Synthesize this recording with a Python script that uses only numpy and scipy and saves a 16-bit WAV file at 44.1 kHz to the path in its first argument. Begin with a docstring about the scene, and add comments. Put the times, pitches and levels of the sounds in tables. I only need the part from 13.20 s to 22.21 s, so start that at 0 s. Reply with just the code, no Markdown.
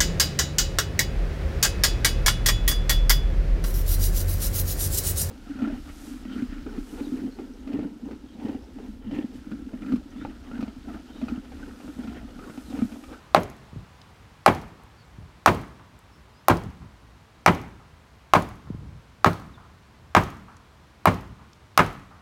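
"""In a back yard, a shoe with a bottle in it is knocked ten times against a wooden stair post.
Each impact cracks, rings the damped modes of heel and post, and makes the jolted liquid fizz.
The stairs boom in sympathy; house wall and deck reflect the blow and leave a thin flutter echo.
The shoe ticks in the hands, and puffs of wind bump the microphone over faint birds and a quiet hush."""
import sys
import numpy as np
from scipy import signal
from scipy.fft import rfft, irfft
from scipy.io import wavfile

SR = 44100
rng = np.random.default_rng(int(sys.argv[2]) if len(sys.argv) > 2 else 0)


def output_pcm(signal):
    """Save a mono or channel-first signal as 16-bit PCM at the path in sys.argv[1].

    Samples are clipped to [-1, 1] before scaling.
    """
    pcm = np.clip(np.atleast_2d(signal).T, -1, 1) * 32767
    wavfile.write(sys.argv[1], SR, np.round(pcm).astype(np.int16))


N = 397341
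AGE = np.arange(int(.8 * SR)) / SR   # seconds since an event began
BAND_HZ = 31.25 * 2 ** np.arange(0, 9.1, .5)   # half-octave band centres


# Each row: start in seconds, strength in dB, heel note in Hz, boom in dB, snap in dB, crack in dB,
# crack tilt in dB per octave, response of stairs and yard in dB.
BLOWS = [(0.1466, 1, 693, 2.5, -1, -3.5, 0, -7), (1.2618, 1, 830, 2, -1.5, 3, 0.5, -2),
         (2.2604, 0.14, 968, 2.5, -4, 5, -0.5, 1.2), (3.2834, -1, 904, 4, -3.5, 4, 8, -0.6),
         (4.2617, -1.5, 905, 5.5, 1.5, 5, -1.5, 0.5), (5.136, 0.5, 996, 2, -3.5, -0.5, -2.5, -1),
         (6.045, -0.5, 1190, 3, -6, -3, -4, 0), (6.9497, 1.5, 1138, 2.5, -1, -4.5, -3, -0.5),
         (7.856, -1.5, 980, 4.5, -1.5, -2, 4, -0.3), (8.5761, -1.5, 1180, 1.5, 0.5, 5.5, 2.5, 2.5)]

def knocks():
    """Superposition: the responses to the separate blows add."""
    out = np.zeros(N)
    for s, db, *colour in BLOWS:
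        add(out, s, from_db(db) * knock(*colour))
    return out


def knock(heel_hz, boom_db, snap_db, crack_db, tilt_db, yard_db):
    """Impact excitation: one blow sounds directly, then the stairs and the yard answer."""
    # the higher the heel rings, the less it thuds and the better it carries
    octaves = np.log2(heel_hz / 964)
    thud_db, far_db = -2 - 8 * octaves, 1 + 18 * octaves
    direct = heel() + from_db(crack_db) * crack(tilt_db)
    surroundings = echoes(direct) + stairs(boom_db) + yard(boom_db)
    sound = direct + from_db(yard_db) * surroundings + fizz(level_db=-46)
    click = crack(tilt_db=0)
    sound += slap(click) + flutter(click, first_s=.0867, round_s=.0665, first_db=-17, loss_db=10)
    sound += from_db(far_db) * (lingering_ring() + far_echo())
    # the spot of the heel that lands sets the note; a flat blow thuds, a square one snaps
    sound = .86 * sound + .67 * resonance(sound, heel_hz, width_hz=367)
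    sound += (from_db(thud_db) - 1) * resonance(sound, 385, width_hz=440)
    return sound + (from_db(snap_db) - 1) * resonance(sound, 1900, width_hz=2400)


# Modes of heel and post. Each row: frequency in Hz, relative level in dB, T60 in seconds.
HEEL_MODES = [(370, -14.5, 0.02934), (676, -10, 0.023), (783, -5, 0.023), (1090, 0, 0.012),
              (1266, -13, 0.031), (1592, -12, .018), (1868, -27.5, 0.013), (2234, -22.5, 0.017),
              (2864, -27, 0.021), (3924, -28, 0.032)]

def heel():
    """Damped free vibration: heel and post ring briefly; so small a body radiates little bass."""
    ring = modes(HEEL_MODES, spread_db=.53, detune=.01).sum(axis=0) * swell(.0006)
    return from_db(3.5) * delayed(filtered(ring, 230, "high"), .00033)


# Spectrum of first contact. Each row: frequency in Hz, relative level in dB per half octave.
CRACK_SPECTRUM = [(1500, -4.5), (2800, -9), (5000, -4.5), (8000, -15), (11000, -10.5), (15000, -18.5)]

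def crack(tilt_db):
    """A brief contact has a broad spectrum: the sole slaps the wood in a bright burst."""
    burst = 0
    for hz in BAND_HZ[BAND_HZ > CRACK_SPECTRUM[0][0] / 2]:
        db = at_hz(CRACK_SPECTRUM, hz)[0] + tilt_db * np.log2(hz / 7000)
        burst += from_db(db) * band_noise(hz)
    return burst * swell(.00068) * (fade(.0034) + from_db(-27.5) * fade(.064))


# Modes of stairs and railing. Each row: frequency in Hz, relative level in dB, T60 in seconds.
STAIR_MODES = [(70, -33.5, .25), (97.6, -18, 0.23), (169.3, -16.5, 0.22), (205, -35.5, 0.2685),
               (248.7, -24.5, .17), (328, -26, 0.098), (392.7, -25.5, 0.144), (455, -27.5, 0.1),
               (603.6, -18, 0.17), (677, -20.5, 0.12), (708, -20.5, 0.11), (794.4, -23.5, 0.11),
               (866, -15.5, 0.1), (981, -18.5, 0.098), (1092, -33, 0.084), (1223, -19.5, 0.092),
               (1287, -28, 0.056), (1520, -35, 0.091), (1840, -34, .08), (2362, -25.5, 0.11),
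               (2830, -31, 0.11)]

def stairs(boom_db):
    """Coupled vibration: shaken through the post, each mode takes cycles to build, so bass comes last."""
    rings = modes(STAIR_MODES, spread_db=.5, detune=.0083)
    frame = np.zeros(len(AGE))
    for k, (hz, _, _) in enumerate(STAIR_MODES):
        build = swell(.001312 + 1.77 / hz)
        frame += (-1) ** k * rings[k] * build * from_db(boom_db * (hz < 400))
    return delayed(frame, .0108)


# Faint, long-lived modes. Each row: frequency in Hz, relative level in dB, T60 in seconds.
LINGERING_MODES = [(1089, -46, 0.43), (1198, -47, 0.56), (1270, -41, .5), (1390, -48.5, .45)]

def lingering_ring():
    """Light damping lets a faint ring outlast the blow."""
    return modes(LINGERING_MODES, spread_db=1.5, detune=.01).sum(axis=0) * swell(.03)


def fizz(level_db, grains_per_s=5000):
    """Shot noise: the jolted liquid fizzes in the bottle as a brief shower of random impulses."""
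    grains = rng.standard_normal(len(AGE)) * (rng.random(len(AGE)) < grains_per_s / SR)
    hiss = unit_rms(filtered(grains, 8200, "high"))
    return from_db(level_db) * delayed(hiss * swell(.011) * fade(.13), .048)


# Paths by wall, deck, ground and far buildings. Each row: delay in seconds, gain in dB, cutoff in Hz.
REFLECTIONS = [(0.0145, -17.5, 5000), (0.017, -18, 4100), (0.0226, -12.5, 2613), (.0282, -14.5, 2500),
               (0.175, -36.5, 1700), (.336, -44.5, 1400)]

def echoes(direct):
    """Specular reflection: each surface returns a later, weaker, duller copy."""
    return sum(from_db(db) * delayed(filtered(direct, top_hz, "low", order=1), s)
               for s, db, top_hz in REFLECTIONS)


# Scattered sound in the yard. Each row: frequency in Hz, near level in dB per half octave,
# near T60 in seconds, tail level in dB per half octave, tail T60 in seconds.
YARD_DECAY = [(50, -44.5, 0.33, -44, 0.86), (100, -32, 0.22, -40, 0.81), (196.3, -23.5, 0.17, -36, 0.84),
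              (448.7, -23, 0.24, -43.5, 0.71), (740, -19, 0.0845, -30.5, 0.45),
              (1149, -18.5, 0.13, -41.5, 0.72), (2047, -16.5, 0.073, -37, 0.58),
              (3633, -36.5, 0.073, -42, 0.41), (7140, -39.5, 0.092, -55.5, 0.66),
              (14000, -51, .12, -54, 0.45)]

def yard(boom_db):
    """Diffuse scattering: siding and deck return a dense cluster of reflections, then a weak tail."""
    out = np.zeros(len(AGE))
    for hz in BAND_HZ[1:]:
        near_db, near_t60, tail_db, tail_t60 = at_hz(YARD_DECAY, hz)
        decay = from_db(near_db) * fade(near_t60) + from_db(tail_db) * fade(tail_t60)
        envelope = delayed(decay * swell(.0055 + .78 / hz), .012)
        if hz > 300:   # the nearby railing scatters mids and highs before the wall answers
            envelope += from_db(near_db - 5) * swell(.0024 + 2 / hz) * fade(.077)
        out += envelope * band_noise(hz) * from_db(boom_db * (hz < 400))
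    return out


def flutter(click, first_s, round_s, first_db, loss_db, count=4):
    """Flutter echo: the crack's treble bounces between two walls, smeared by the lap siding."""
    smear = fade(.04) * rng.standard_normal(len(AGE))
    bright = filtered(click, 8100, "high", order=1)
    bright += .55 * signal.fftconvolve(bright, smear / np.linalg.norm(smear))[:len(AGE)]
    return sum(from_db(first_db - k * loss_db) * delayed(bright, first_s + k * round_s)
               for k in range(count))


def slap(click):
    """Slap echo: one weak, bright reflection arrives just ahead of the flutter."""
    return from_db(-36) * delayed(filtered(click, 5000, "high"), .077)


def far_echo():
    """Long-path reflection: distant buildings return a dull, drawn-out wash."""
    wash = noise([750, 1450], "band") * swell(.02) * fade(.7)
    return from_db(-56) * delayed(wash, .32)


# Clicks of the shoe in the hands. 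Each row: start in seconds, level in dB, band centre in Hz.
GRIP_TICKS = [(0.8157, -43, 3770), (1.635, -57, 10100), (2.79, -52, 10100), (2.961, -64.5, 11000),
              (7.367, -47.5, 6200), (8.332, -47, 4520)]

def ticks():
    """Heavily damped transients: the shifting grip gives tiny dry clicks."""
    out = np.zeros(N)
    for s, db, hz in GRIP_TICKS:
        add(out, s, from_db(db) * fade(.016) * noise([hz / 1.35, hz * 1.35], "band"))
    return out


# Puffs of wind. Each row: start in seconds, length in seconds, level in dB.
WIND_PUFFS = [(0.511, 0.15, -39.5), (1.972, 0.11, -42.5), (3.41, 0.1, -30.5), (3.58, .12, -40.5),
              (5.419, 0.41, -38.5), (8.081, 0.075, -41)]

def gusts(band_hz=(52, 139)):
    """Turbulent pressure: each gust on the microphone is a low rumble that swells and dies."""
    out = np.zeros(N)
    for s, length, db in WIND_PUFFS:
        arch = np.sin(np.pi * np.minimum(AGE / length, 1))
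        add(out, s, from_db(db) * arch * noise(band_hz, "band"))
    return out


# The hardest eddies. Each row: start in seconds, level in dB.
EDDIES = [(.530, -30), (.560, -25.5), (1.984, -32), (5.502, -20), (5.546, -24), (5.632, -31)]

def bumps(end_hz=75, slowing_s=.0083, hz_per_db=7):
    """Damped oscillation: an eddy gives the microphone a quick swing that slows as it dies."""
    out = np.zeros(N)
    for s, db in EDDIES:
        start_hz = 272 + hz_per_db * (db + 24.5)   # a harder bump starts with a quicker swing
        hz = end_hz + (start_hz - end_hz) * np.exp(-AGE / slowing_s)
        add(out, s, from_db(db) * swell(.0022) * fade(.067) * glide(hz))
    return out


# Bird calls. Each row: start in seconds, length in seconds, first and last pitch in Hz, level in dB.
BIRD_CALLS = [(1.76, .09, 4750, 4250, -62), (2.9, .1, 5300, 5370, -67), (3.12, .11, 4630, 5400, -65),
              (6.33, 0.04, 3850, 3430, -57.5)]

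def birds():
    """Frequency modulation: each distant call is a thin tone that glides and wavers."""
    out = np.zeros(N)
    for s, length, start_hz, end_hz, db in BIRD_CALLS:
        progress = np.minimum(AGE / length, 1)
        waver = 1 + .02 * noise(200, "low")
        pitch = (start_hz + (end_hz - start_hz) * progress) * waver
        add(out, s, from_db(db) * np.sin(np.pi * progress) * glide(pitch))
    return out


# Outdoor background. Each row: frequency in Hz, relative spectral density in dB.
HUSH_SPECTRUM = [(15, -45.5), (25, -24.5), (59, 1), (117, -4.5), (223, -11), (270, -13.5), (405, -17),
                 (439, -15), (516, -19), (863, -17.5), (988, -16), (1290, -19), (4250, -29.5),
                 (16000, -47.5)]

def hush(lumpy_db, settled_db=-52.5, extra_db=3.5, settle_s=1.4):
    """Ambient noise: distant hiss over a low, amplitude-modulated breeze; both start louder and settle."""
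    hz = np.maximum(np.fft.rfftfreq(N, 1 / SR), 1)
    spectrum = rfft(rng.standard_normal(N)) * from_db(at_hz(HUSH_SPECTRUM, hz)[0])
    air = unit_rms(irfft(spectrum, N))
    breeze_gain = from_db(lumpy_db * noise(7, "low", size=N))
    air += (breeze_gain - 1) * filtered(air, 250, "low", order=1)
    return air * from_db(settled_db + extra_db * np.exp(-np.arange(N) / SR / settle_s))


def modes(table, spread_db, detune):
    """Normal modes: one decaying sine per row, varied because every blow lands differently."""
    rings = []
    for hz, db, t60 in table:
        gain = from_db(db + spread_db * rng.normal())
        pitch = hz * (1 + detune * rng.normal())
        rings.append(gain * fade(t60) * np.sin(2 * np.pi * pitch * AGE))
    return np.array(rings)


def resonance(x, hz, width_hz):
    """Two-pole resonance with unit peak gain."""
    r = np.exp(-np.pi * width_hz / SR)
    feedback = [1, -2 * r * np.cos(2 * np.pi * hz / SR), r * r]
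    return signal.lfilter(np.array([1, 0, -1]) * (1 - r * r) / 2, feedback, x)


def glide(hz):
    """A sine whose phase is the integral of frequency."""
    return np.sin(2 * np.pi * np.cumsum(hz) / SR)


def noise(hz, kind, size=len(AGE)):
    """Filtered Gaussian noise at unit rms."""
    return unit_rms(filtered(rng.standard_normal(size), hz, kind))


def band_noise(hz):
    """Half an octave of steady-state noise at unit rms."""
    edges = hz * 2 ** np.array([-.25, .25])
    white = rng.standard_normal(len(AGE) + SR // 10)
    return unit_rms(filtered(white, edges, "band")[-len(AGE):])


def filtered(x, hz, kind, order=2):
    """Causal Butterworth filter."""
    return signal.sosfilt(signal.butter(order, np.clip(hz, 10, .45 * SR), kind, fs=SR, output="sos"), x)


def at_hz(table, hz):
    """Interpolation of a table's columns on a log-frequency axis."""
    freqs, *columns = np.transpose(table)
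    return [np.interp(np.log(hz), np.log(freqs), c) for c in columns]


def fade(t60):
    """Exponential decay, 60 dB in t60 seconds."""
    return np.exp(-np.log(1000) * AGE / t60)


def swell(rise_s):
    """Raised-cosine rise from 0 to 1."""
    return np.sin(np.pi / 2 * np.minimum(AGE / rise_s, 1)) ** 2


def delayed(x, s):
    """Pure delay of s seconds."""
    return np.interp(np.arange(len(x)) - s * SR, np.arange(len(x)), x, left=0)


def add(out, s, sound):
    """Superpose a sound at s seconds."""
    start = round(s * SR)
    out[start:start + len(sound)] += sound[:N - start]


def from_db(db):
    """Decibels to amplitude ratio."""
    return 10 ** (np.asarray(db) / 20)


def unit_rms(x):
    """Normalisation to unit rms."""
    return x / np.sqrt(np.mean(x ** 2) + 1e-20)


def scene():
    """Superposition: all sources add at one point."""
    return (knocks() + gusts() + bumps() + ticks() + birds() + hush(lumpy_db=1.9))[None]


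def record(dry, cutoff_hz=16200):
    """Soft saturation rounds the loudest swings; a steep low-pass cuts the top."""
    rounded = dry / (1 + dry ** 4) ** .25
    return signal.sosfilt(signal.ellip(10, .1, 80, cutoff_hz, fs=SR, output="sos"), rounded)


dry = scene()
out = record(dry)
output_pcm(out)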